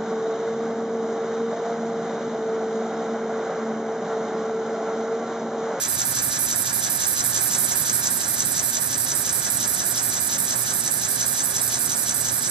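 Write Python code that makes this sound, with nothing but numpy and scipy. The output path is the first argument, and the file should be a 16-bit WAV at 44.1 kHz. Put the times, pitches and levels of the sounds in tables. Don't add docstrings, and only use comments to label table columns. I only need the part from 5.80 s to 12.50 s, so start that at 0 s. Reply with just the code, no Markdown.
import sys
import numpy as np
from scipy import signal
from scipy.fft import rfft, irfft, next_fast_len
from scipy.io import wavfile
from scipy.ndimage import map_coordinates

SR = 44100
rng = np.random.default_rng(int(sys.argv[2]) if len(sys.argv) > 2 else 0)


def wrap_up_sound(samples):
    columns = np.atleast_2d(samples).T
    tamed = np.clip(columns, -1, 1)
    steps = np.round(tamed * 32767).astype(np.int16)
    wavfile.write(sys.argv[1], SR, steps)


N = 295470


def amp(db):
    return 10 ** (np.asarray(db) / 20)


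def wobble(rate_hz):
    knots = rng.standard_normal(int(N * rate_hz / SR) + 4)
    return map_coordinates(knots, [np.arange(N) * rate_hz / SR])


def curve(table):
    return np.interp(np.arange(N) / SR, *np.transpose(table))


def through_turn(table, angle):
    return np.interp(angle, *np.transpose(table), period=1)


def each_turn(angle):
    turn = angle.astype(int)
    return rng.standard_normal(turn[-1] + 1)[turn]


def along(table, hz):
    table_hz, *columns = np.transpose(table)
    return np.array([np.interp(np.log(hz), np.log(table_hz), c) for c in columns])


def filtered(x, response):
    size = next_fast_len(N + SR // 5)
    hz = np.fft.rfftfreq(size, 1 / SR) + 1
    return irfft(rfft(x, size) * response(hz), size)[..., :N]


def colour_db(hz):
    # centre_hz, width_hz, left_db, right_db
    peaks = [(177, 9, 3, 4), (204, 9, 4, 2), (265, 13, 4, 3), (404, 16, 4, 2), (620, 45, 1, 2),
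             (1664.0, 80.0, 4.6, 2.1), (2444.0, 239.0, 5.3, -2.5), (4020.0, 132.0, -3.6, 2.3),
             (4264.0, 85.0, -4.2, -3.2), (5154.0, 65.0, 2.8, -4.2), (5848.0, 156.0, 1.0, 3.8),
             (6293.0, 99.0, -2.2, -4.7), (6597.0, 144.0, 3.5, -2.9), (7015.0, 164.0, -0.6, -7.1),
             (7370.0, 148.0, -2.2, 3.6), (7870.0, 132.0, 0.3, 5.1), (9376.0, 146.0, -5.9, 1.5),
             (11170.0, 454.0, -3.7, 2.3), (12120.0, 213.0, 0.7, -5.7)]
    centre_hz, width_hz, *db = np.transpose(peaks)
    distance = np.minimum(np.abs(hz - centre_hz[:, None]) / width_hz[:, None], 10)
    return np.array(db) @ np.exp(-distance ** 2)


def radiate(drive, spectrum, direct=1, skirt_db_per_octave=60):
    # freq_hz, coherence, left_lead_rad
    pair = [(190, .9, 0), (400, .5, 0), (750, .4, 0), (1400, -.27, 0), (2500, .05, 0), (3700, .6, .1),
            (4600, .55, .6), (5400, .6, -2.3), (6000, .8, -1.3), (6800, .72, -2.2), (8500, .45, -3.1),
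            (10000, .45, -1.5), (11500, .35, -2), (13100, .7, -2.4)]

    def to_microphones(hz):
        coherence, lead_rad = along(pair, hz)
        coherence = np.clip(direct * coherence, -1, 1)
        mid, side = np.sqrt((1 + coherence) / 2), np.sqrt((1 - coherence) / 2)
        octaves_outside = np.abs(np.log2(hz / np.clip(hz, spectrum[0][0], spectrum[-1][0])))
        gain = amp(along(spectrum, hz) + colour_db(hz) - skirt_db_per_octave * octaves_outside)
        lead = np.exp(1j * lead_rad)
        return np.array([[mid * lead, side * lead], [mid, -side]]) * gain[:, None]
    noise = rng.standard_normal((2, N)) * np.sqrt(SR / 2)
    return filtered(noise * drive, to_microphones).sum(axis=1)


def crank(start_turns=0.519):
    # time_s, turns_per_s
    speed = [(0, 5.932), (1.2, 5.877), (2.2, 5.727), (3.8, 5.734), (4.4, 5.624), (5.2, 5.697), (6.7, 5.667)]
    return start_turns + np.cumsum(curve(speed)) / SR


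def exhaust(angle, turn_db, sputter_db=0.9, surge_db=0.86):
    # angle_turns, level_db
    flow = [(0.03, -17), (0.34, -11), (0.578, 0.5), (0.601, -0.5), (0.651, 2), (0.769, -0.05), (0.887, 0.3),
            (0.978, -6.5)]
    # freq_hz, left_db, right_db
    spectrum = [(1800.0, -89, -102), (2950, -81, -75), (4030, -70, -66.5), (4790, -69.5, -69),
                (5630, -64, -64), (6720, -62, -62.5), (7950, -73, -62.0), (10300, -94.8, -96),
                (14000.0, -86.0, -73)]
    level_db = through_turn(flow, angle) + turn_db + sputter_db * wobble(400) + surge_db * wobble(90)
    return radiate(amp(level_db), spectrum, direct=1.3)


def jet(angle, turn_db, flutter_db=0.8, spit_db=7, spits_per_s=16, spit_s=0.0003):
    # angle_turns, level_db
    flow = [(-0.02, -15), (0.018, 1), (0.121, 3.5), (0.218, 2.3), (0.386, 1.8), (0.462, -5.5),
            (0.564, -11.5), (0.593, -1), (0.677, -3), (0.737, -11.5), (0.891, -12)]
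    # freq_hz, left_db, right_db
    spectrum = [(2530, -100.9, -99.9), (3790, -80, -75.5), (6400, -69, -74), (8170, -79.0, -65.5),
                (10700, -72, -61.5), (11650, -73, -61), (12800, -67.5, -59), (14340, -72, -64.5)]
    # start_s, boost_db
    big_spits = [(2.901, 16), (3.025, 12)]
    spits_db = (rng.random(N) < spits_per_s / SR) * rng.random(N) * spit_db
    for start_s, boost_db in big_spits:
        spits_db[round(start_s * SR)] = boost_db
    spits_db = np.convolve(spits_db, np.ones(round(spit_s * SR)), "same")
    level_db = through_turn(flow, angle) + turn_db + flutter_db * wobble(500) + spits_db
    return radiate(amp(level_db), spectrum)


def brighten(hiss, shelf_db, corner_hz=10500):
    top = filtered(hiss, lambda hz: 1 / (1 + (corner_hz / hz) ** 10))
    return hiss + (amp(shelf_db) - 1) * top


def slit(angle, turn_db, flutter_db=2.0, waver_db=1.33):
    # angle_turns, level_db
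    flow = [(0.018, 3), (0.075, -3.5), (0.167, -1.5), (0.3, -8.5), (0.421, 2), (0.55, -11.5), (0.824, -10),
            (0.977, -4.5)]
    # freq_hz, left_db, right_db
    spectrum = [(4030, -74.5, -78.5), (6550, -77, -70), (7330, -66, -62.5), (8400, -72.5, -54),
                (9080, -73, -59), (11100, -77, -67.5), (14000.0, -90.4, -83.4)]
    # time_s, level_db
    swell = [(0, -2.5), (1.9, -1), (3.5, 0.2), (5, 0.7), (6.7, 1.2)]
    level_db = through_turn(flow, angle) + turn_db + curve(swell)
    level_db += flutter_db * wobble(600) + waver_db * wobble(40)
    return radiate(amp(level_db), spectrum, direct=0.54)


def rattle(angle, turn_db, spectrum, at_turns, rise_turns, fall_turns, scatter_turns, chatter_db):
    # time_s, level_db
    soft_turns = [(.55, -6), (.89, -8), (2.43, -2.5), (4.0, -3), (4.36, -3)]
    turn = angle.astype(int)
    seating_db = sum(db * (turn == turn[round(time_s * SR)]) for time_s, db in soft_turns)
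    past_turns = angle % 1 - at_turns - scatter_turns * each_turn(angle)
    width_turns = np.where(past_turns < 0, rise_turns, fall_turns)
    burst = np.exp(-(past_turns / width_turns) ** 2 / 2)
    contacts = amp(chatter_db * wobble(700))
    contacts /= np.sqrt(np.mean(contacts ** 2))
    return radiate(amp(turn_db + seating_db) * burst * contacts, spectrum)


def tick(angle, turn_db):
    # freq_hz, left_db, right_db
    spectrum = [(2830, -103, -76), (4700, -72, -71), (6200, -54, -58.5), (7860, -102, -61),
                (8620, -69, -52), (10150, -85.2, -72), (14000.0, -83.6, -92)]
    # time_s, level_db
    strength = [(0, -1), (1.3, 0), (3.2, 2.5), (4.5, 2.5), (5.2, 1), (6.15, 4), (6.7, -3)]
    return rattle(angle, turn_db + curve(strength), spectrum, at_turns=0.733,
                  rise_turns=0.011, fall_turns=0.025, scatter_turns=0.0064, chatter_db=2.3)


def clack(angle, turn_db):
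    # freq_hz, left_db, right_db
    spectrum = [(2010, -75, -62.5), (3500.0, -90, -82), (5060, -68, -75.5), (6110, -47.5, -52),
                (7930, -84, -54), (9500.0, -83, -84.5), (14000.0, -95.0, -74)]
    return rattle(angle, turn_db, spectrum, at_turns=0.816,
                  rise_turns=0.012, fall_turns=0.024, scatter_turns=0.007, chatter_db=0.5)


def bearing(angle, turn_db, grit_db=0.45, shake_db=1.34):
    # angle_turns, level_db
    shaft_load = [(0.086, 0.47), (0.378, 1.36), (0.483, 1.2), (0.661, 0.3), (0.825, 2.9), (0.924, 3.5)]
    # freq_hz, left_db, right_db
    rub_spectrum = [(393, -73.5, -73.5), (690, -73, -67.5), (1060, -74, -70), (1666, -69, -65),
                    (2107, -76.5, -74.5), (2580, -86.5, -78.5), (5000.0, -94, -94)]
    # freq_hz, left_db, right_db
    board_spectrum = [(130, -72, -63.5), (179, -69.5, -69), (252, -72.5, -67.5), (338, -76, -71)]
    load = amp(through_turn(shaft_load, angle) + turn_db)
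    rub = radiate(load * amp(grit_db * wobble(250)), rub_spectrum)
    rumble = radiate(load * amp(shake_db * wobble(14)), board_spectrum)
    return rub + rumble


def room(hum_db=0.2, waver_db=2.2, swell_db=0.7):
    # freq_hz, left_db, right_db
    spectrum = [(21.1, -92, -88), (45, -84, -80), (60, -76, -71), (72, -75, -72.5), (89.5, -67.5, -62),
                (112, -75, -69), (140, -68.5, -62), (164, -74, -70.5), (254, -72, -69.5), (407, -77, -72)]
    # pitch_hz, left_db, right_db
    hum_tones = [(118.15, -52, -47), (119.97, -58, -53), (121.2, -62, -57), (239.94, -52.5, -51),
                 (242.4, -62, -60)]
    # pitch_hz, left_db, right_db
    whine_tones = [(359, -53.5, -66), (402, -60, -61.5), (715, -59, -58.5), (2382, -51.5, -74)]
    t = np.arange(N) / SR

    def tone(hz, drift_rad):
        return np.sqrt(2) * np.sin(2 * np.pi * (hz * t + rng.random()) + drift_rad * wobble(5))
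    hum = sum(np.outer(amp(db), tone(hz, drift_rad=0.027)) for hz, *db in hum_tones)
    whine = sum(np.outer(amp(db), tone(hz, drift_rad=0.35) * amp(waver_db * wobble(6.7)))
                for hz, *db in whine_tones)
    return radiate(amp(swell_db * wobble(9)), spectrum) + amp(hum_db) * hum + whine


def floor_bounce(x):
    # delay_s, left_gain, right_gain
    near = [(.00136, 0, 0.14), (.001505, .08, 0.13), (.00239, 0.1, 0)]
    # delay_s, left_gain, right_gain
    far = [(.00091, 0.056, 0), (.00103, 0, 0.048), (.00204, .05, .18), (.00241, .13, 0.065)]
    # time_s, far_fraction
    drift = [(0, 0.36), (2.2, 0.0066), (4.2, 1), (6.7, 1)]

    def comb(echoes):
        return sum(np.array(gains)[:, None] * np.pad(x, [(0, 0), (round(delay_s * SR), 0)])[:, :N]
                   for delay_s, *gains in echoes)
    away = curve(drift)
    return x + (1 - away) * comb(near) + away * comb(far)


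def walls(x, wet_db=-13, first_s=0.0034, t60_s=0.053):
    t = np.arange(SR // 5) / SR
    tail = rng.standard_normal((2, len(t))) * amp(-60 * t / t60_s) * (t > first_s)
    tail /= np.linalg.norm(tail, axis=1, keepdims=True)
    return x + amp(wet_db) * signal.fftconvolve(x, tail, axes=1)[:, :N]


def scene():
    # time_s, level_db
    supply = [(0, -0.2), (1.2, 0), (1.95, 1.84), (2.4, -0.3), (3.7, -.5), (6.7, -0.9)]
    angle, pressure_db = crank(), curve(supply)
    jet_db = pressure_db + 0.23 * each_turn(angle)
    exhaust_db = 0.49 * pressure_db + 0.73 * each_turn(angle)
    tick_db = each_turn(angle)
    clack_db = -1.6 + 1.2 * pressure_db + each_turn(angle)
    shelf_db = 0.35 * pressure_db + 0.3 * each_turn(angle)
    hiss = brighten(jet(angle, jet_db), shelf_db) + slit(angle, jet_db) + exhaust(angle, exhaust_db)
    linkage = tick(angle, tick_db) + clack(angle, clack_db)
    engine = floor_bounce(hiss + linkage) + bearing(angle, 0.6 * jet_db)
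    return walls(engine) + room()


def record(dry):
    top_hz = 14550
    return filtered(dry, lambda hz: 1 / (1 + (hz / top_hz) ** 400))


dry = scene()
out = record(dry)
wrap_up_sound(out)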